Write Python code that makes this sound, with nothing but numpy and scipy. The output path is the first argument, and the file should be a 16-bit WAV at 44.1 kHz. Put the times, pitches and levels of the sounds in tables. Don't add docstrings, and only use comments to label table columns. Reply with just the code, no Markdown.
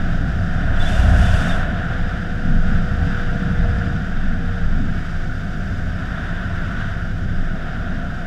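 import sys
import numpy as np
from scipy import signal
from scipy.fft import rfft, irfft, next_fast_len
from scipy.io import wavfile
from scipy.ndimage import uniform_filter1d

SR = 44100
rng = np.random.default_rng(int(sys.argv[2]) if len(sys.argv) > 2 else 0)


def generate_wav(signal):
    frames = np.transpose(np.atleast_2d(signal))
    scaled = np.clip(frames, -1, 1) * 32767
    pcm = np.round(scaled).astype(np.int16)
    wavfile.write(sys.argv[1], SR, pcm)


N = 364266
TIME = np.arange(N) / SR

# time in seconds, firings per second.
FIRING_RATE = [(0, 56.8), (.85, 55.7), (1.4, 55.1), (1.95, 54.65), (3.05, 53.85), (3.6, 53.2), (4.0, 52.75),
               (4.55, 52.4), (4.8, 51.4), (5.25, 50.8), (6.35, 50.3), (8.26, 49.5)]
# centre in Hz, width in Hz, lift in dB.
HOUSING_RESONANCES = [(3330, 130, -1.5), (3590, 120, 2), (4330, 260, 1.5), (4660, 140, 5.5),
                      (4990, 110, 5.5), (5280, 220, -0.5), (5550, 140, 3.5), (6650, 160, -2.5),
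                      (6920, 200, 2.5), (7550, 260, -3), (7980, 260, 1.5), (9550, 350, 3)]
# start in seconds, end in seconds, fade in seconds, rush level in dB, hollow note level in dB.
HEAD_TURNS = [(1.08, 1.42, 0.77, -36, -33), (6.13, 6.85, .2, -43, -56), (7.68, 8.26, 0.28, -50, -42.5)]
CRUISE_RATE = 53


def from_db(db):
    return 10 ** (np.asarray(db) / 20)


def rms_one(x):
    return x / np.sqrt(np.mean(x ** 2) + 1e-20)


def in_time(rows):
    s, *columns = np.transpose(rows)
    return [np.interp(TIME, s, c) for c in columns]


def drift(rate):
    pole = np.exp(-80 * np.pi * rate / SR)
    noise = rng.standard_normal(N // 40 + 2002)
    slow = signal.lfilter([1], [1, -2 * pole, pole * pole], noise)[2000:]
    return np.interp(np.arange(N) / 40, np.arange(len(slow)), rms_one(slow))


def cycles(hz):
    return 2 * np.pi * np.cumsum(hz) / SR


def tone(phase, db):
    return np.sqrt(2) * from_db(db) * np.sin(phase)


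def air_noise(spectrum, resonances=()):
    size = next_fast_len(N)
    hz = np.maximum(np.fft.rfftfreq(size, 1 / SR), 1)
    points_hz, points_db = np.transpose(spectrum)
    db = np.interp(np.log(hz), np.log(points_hz), points_db)
    db -= 24 * np.abs(np.log2(hz / np.clip(hz, points_hz[0], points_hz[-1])))
    for centre, width, lift in resonances:
        db += lift * np.exp(-2 * ((hz - centre) / width) ** 2)
    white = rfft(rng.standard_normal(size))
    return rms_one(irfft(white * from_db(db), size)[:N])


def evened(x, span_s):
    size = max(int(span_s * SR), 2)
    power = uniform_filter1d(uniform_filter1d(x ** 2, size), size)
    return x / np.sqrt(power + 1e-12)


def swell(start, end, attack, release):
    outside = np.maximum((start - TIME) / attack, (TIME - end) / release)
    return np.cos(np.pi / 2 * np.clip(outside, 0, 1)) ** 2


def bump(s, half):
    out, near = np.zeros(N), np.abs(TIME - s) < half
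    out[near] = np.cos(np.pi / 2 * (TIME[near] - s) / half) ** 2
    return out


def together(gains):
    return np.sqrt(sum(gain ** 2 for gain in gains))


def overspeed():
    return in_time(FIRING_RATE)[0] - CRUISE_RATE


def lumps(hz):
    # time in seconds, half length in seconds, level at its centre pitch in rms dB, centre in Hz.
    buffets = [(0.115, .25, -36, 170), (0.425, .12, -22, 110), (0.686, 0.23, -26.5, 55),
               (1.095, 0.28, -12.5, 54), (1.145, 0.29, -24.5, 200), (1.298, 0.22, -16.5, 84),
               (1.453, 0.14, -21.5, 200), (2.526, 0.14, -20.5, 170), (2.75, 0.2, -21, 130),
               (2.997, 0.13, -21, 55), (3.07, 0.12, -22.5, 175), (3.48, 0.33, -22.5, 163),
               (3.666, 0.17, -16.5, 54), (3.854, 0.38, -23.5, 121), (4.3, 0.33, -28, 160),
               (4.568, 0.18, -26, 90), (4.823, 0.28, -24, 140), (5.775, 0.29, -25.5, 94),
               (7.282, 0.16, -24, 90), (7.95, 0.37, -30.5, 215)]
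    fall_db = 9.5
    return together(from_db(db - fall_db * np.log2(hz / centre) ** 2) * bump(s, half)
                    for s, half, db, centre in buffets)


def buffeting():
    # time in seconds, half length in seconds, rms dB.
    spells = [(0.123, .25, -21), (0.804, 0.27, -18.5), (1.34, 0.14, -18.5), (2.596, 0.33, -14),
              (4.25, 0.23, -17), (4.73, 0.18, -13.5), (7.427, 0.23, -18)]
    # frequency in Hz, relative density in dB per Hz.
    thud_colour = [(32, -31), (44, -15), (52, -0.5), (57, 0.5), (68, -11), (78, -8), (95, -16.5)]
    rumble_colour = [(60, -22), (76, -2), (88, 3), (100, -1), (125, -10), (150, -24)]
    boom_colour = [(100, -33), (130, -4), (150, -3.5), (174, 2.5), (190, -1), (215, -7), (270, -13),
                   (305, -22.5), (400, -37.5)]
    speed_db = 0.6 * overspeed()

    eddy = cycles(21.0 * (1 + 0.087 * drift(7.0)))
    steady_eddy = from_db(-23.5 + speed_db + 2.7 * drift(4))
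    strong_eddy = together(from_db(db) * bump(s, half) for s, half, db in spells)
    shedding = np.hypot(steady_eddy, strong_eddy) * tone(eddy, 1.6 * drift(16))

    thud_gain = np.hypot(from_db(-31 + speed_db + 1.8 * drift(10)), lumps(hz=57.7))
    thud = thud_gain * evened(air_noise(thud_colour), span_s=0.11)
    rumble_gain = np.hypot(from_db(-29.5 + speed_db + 2.1 * drift(7.7)), lumps(hz=93.4))
    rumble = rumble_gain * evened(air_noise(rumble_colour), span_s=0.1)
    boom_gain = np.hypot(from_db(-29 + speed_db + 1.47 * drift(7.5)), lumps(hz=182))
    boom = boom_gain * evened(air_noise(boom_colour), span_s=0.073)
    return shedding + thud + rumble + boom


def wind_roar():
    # time in seconds, roar level in dB before trim, surges and flicker.
    airflow = [(0, -33.5), (.4, -34.5), (.75, -31), (1.25, -29), (1.5, -27.5), (1.68, -31), (1.95, -31.5),
               (2.3, -34.5), (2.95, -34), (3.3, -33), (3.85, -33), (4.15, -35.5), (5.85, -36.5),
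               (6.15, -33), (6.9, -33.5), (7.2, -38), (7.7, -34.5), (8.26, -36)]
    # time in seconds, half length in seconds, lift in dB.
    surges = [(2.717, 0.11, 3), (3.153, 0.19, 3), (4.24, 0.045, 2), (6.815, 0.09, 3)]
    # time in seconds, level in dB before surges and flicker.
    hiss_level = [(0, -52.5), (2.4, -53.5), (3.25, -52.5), (3.8, -53), (4.35, -56), (5.0, -53), (6.8, -54),
                  (7.3, -55.5), (8.26, -55.2)]
    # frequency in Hz, relative density in dB per Hz.
    hollow_colour = [(300, -19), (450, -15), (560, -8.5), (620, -3.5), (690, 2), (755, -2), (840, -18),
                     (1100, -23), (2500, -66)]
    roar_colour = [(500, -31), (850, -18.5), (1080, -18.5), (1220, -10), (1350, -3), (1500, 0.5),
                   (1620, -3.5), (1780, -6.5), (2000, -15), (2300, -20.5), (3100, -19.5), (3750, -23),
                   (4200, -34), (6000, -58)]
    hiss_colour = [(2000, -29), (3600, -0.5), (4300, -7.5), (4800, 0.5), (6000, -3), (7200, -7.5),
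                   (8400, -11.5), (9200, -19.5), (11000, -19), (12300, -21.5), (13200, -24), (15000, -27)]
    hollow_db, hollow_follows = -40, 0.59
    lump_db, roar_trim_db = -21, 0.55

    flow_db, = in_time(airflow)
    swing_db = flow_db - flow_db.mean()
    flicker = drift(20)
    surge_db = sum(db * bump(s, half) for s, half, db in surges)

    blown = from_db(hollow_db + hollow_follows * swing_db + 0.54 * overspeed())
    turned = sum(from_db(db) * swell(start, end, fade, fade) for start, end, fade, _, db in HEAD_TURNS)
    hollow_gain = together([blown, turned, from_db(lump_db) * lumps(hz=57)])
    hollow = hollow_gain * evened(air_noise(hollow_colour), span_s=0.15)

    roar_gain = from_db(flow_db + roar_trim_db + surge_db + 0.47 * flicker)
    roar = roar_gain * evened(air_noise(roar_colour, HOUSING_RESONANCES), span_s=0.21)

    hiss_db = in_time(hiss_level)[0] + 0.5 * surge_db
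    hiss = from_db(hiss_db + 0.5 * flicker) * air_noise(hiss_colour, HOUSING_RESONANCES)
    return hollow + roar + hiss


def gust():
    # start in seconds, end in seconds, level in dB.
    crosswind = [(0.924, 0.955, -38), (1.236, 1.398, -37.5)]
    # frequency in Hz, relative density in dB per Hz.
    spray_colour = [(1000, -19), (2000, -7.5), (2800, 3), (3600, -3), (4200, -12.5), (4900, -8.5),
                    (6000, -9), (8200, -12.5), (9300, -19), (11200, -19.5), (12000, -26), (15000, -32)]
    rush_colour = [(300, 0), (520, -5), (680, 4), (820, -3), (980, 2), (1200, -2), (1800, 4.5), (2300, -19),
                   (3500, -9), (4500, -44), (9000, -41)]
    attack_s, release_s = 0.22, 0.33

    tearing = drift(40)
    side = together(from_db(db) * swell(start, end, attack_s, release_s) for start, end, db in crosswind)
    turned = sum(from_db(db) * swell(start, end, fade, fade) for start, end, fade, db, _ in HEAD_TURNS)
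    spray = side * from_db(0.92 * tearing) * air_noise(spray_colour, HOUSING_RESONANCES)
    rush = turned * from_db(0.7 * tearing) * air_noise(rush_colour, HOUSING_RESONANCES)
    return spray + rush


def whistles():
    # centre in seconds, half length in seconds, pitch at the centre in Hz (start of the glide
    # lies half a length earlier), glide in Hz per second, level at the peak in rms dB.
    edge_tones = [(0.816, 0.027, 3500, -2, -32.5), (.84, 0.028, 3870, 0, -44), (.87, .026, 3510, 0, -32.5),
                  (0.947, .04, 3600, 504, -41), (1.27, 0.069, 3500, 0, -39.5), (1.425, .05, 3600, 0, -42),
                  (1.46, .03, 6780, 0, -57.5), (1.502, 0.026, 3660, -4000, -35),
                  (1.528, 0.041, 3520, -1000, -38.5)]
    out, waver_hz = np.zeros(N), 45 * drift(120)
    for s, half, hz, glide, db in edge_tones:
        near = np.abs(TIME - s) < half
        since = TIME[near] - s
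        envelope = np.cos(np.pi / 2 * since / half) ** 2
        out[near] += envelope * tone(cycles(hz + glide * since + waver_hz[near]), db)
    return out


def engine():
    # multiple of the firing rate, level in rms dB before easing and drift.
    harmonics = [(1, -33), (2, -38), (3, -41), (4, -46.5), (5, -45), (6, -55), (7, -53), (8, -55.5),
                 (10, -53.5), (11, -59), (12, -56), (13, -53.5), (14, -55)]
    # start in seconds, end in seconds, depth in dB.
    drone_breaks = [(4.1, 4.15, 13), (4.75, 8.26, 9)]
    # start in seconds, end in seconds, attack in seconds, release in seconds, level in dB.
    load_rises = [(4.85, 5.0, .14, 1.7, -57.5)]
    drone_order, gear_order = 9, 43.93
    drone_hz, drone_width_hz, drone_db = 477, 30, -39.5
    exhaust_ease_db, full_multiple = 8, 7
    whine_db, whine_ease_db = -62.5, 6

    firing_hz, = in_time(FIRING_RATE)
    eased = swell(4.15, 4.6, attack=0.16, release=0.9)
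    phase = cycles(firing_hz * (1 + 0.0019 * drift(6.54)))

    exhaust = 0
    for k, db in harmonics:
        dulled_db = exhaust_ease_db * min(k / full_multiple, 1) ** 2 * eased
        start_phase = rng.uniform(0, 2 * np.pi)
        exhaust = exhaust + tone(k * phase + start_phase, db - dulled_db + 2.2 * drift(5.6))

    detuning = 2 * (drone_order * firing_hz - drone_hz) / drone_width_hz
    broken_db = sum(db * swell(start, end, attack=0.18, release=0.44) for start, end, db in drone_breaks)
    drone = tone(drone_order * phase, drone_db - broken_db + 1.1 * drift(14)) / (1 + detuning ** 2)

    loaded = sum(from_db(db) * swell(start, end, attack, release)
                 for start, end, attack, release, db in load_rises)
    whine_gain = np.hypot(from_db(whine_db - whine_ease_db * eased), loaded)
    whine = whine_gain * tone(gear_order * phase, 2.8 * drift(10))
    return exhaust + drone + whine


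def tyres():
    # frequency in Hz, relative density in dB per Hz.
    tyre_colour = [(150, -15), (250, -0.5), (330, 0), (420, -3.5), (520, -7), (650, -23), (1000, -20)]
    return from_db(-44 + 0.24 * overspeed()) * air_noise(tyre_colour)


def electronics_buzz(pitch_hz=11400, level_db=-78):
    pulses = 0.5 + 0.5 * np.cos(2 * np.pi * 59.94 * TIME)
    return from_db(level_db) * rms_one(pulses * np.sin(cycles(pitch_hz + 35 * drift(60))))


def scene():
    wind = buffeting() + wind_roar() + gust() + whistles()
    bike = engine() + tyres()
    return (wind + bike + electronics_buzz())[None]


def record(dry):
    return signal.sosfilt(signal.ellip(10, 0.1, 90, 15000, fs=SR, output="sos"), dry)


dry = scene()
out = record(dry)
generate_wav(out)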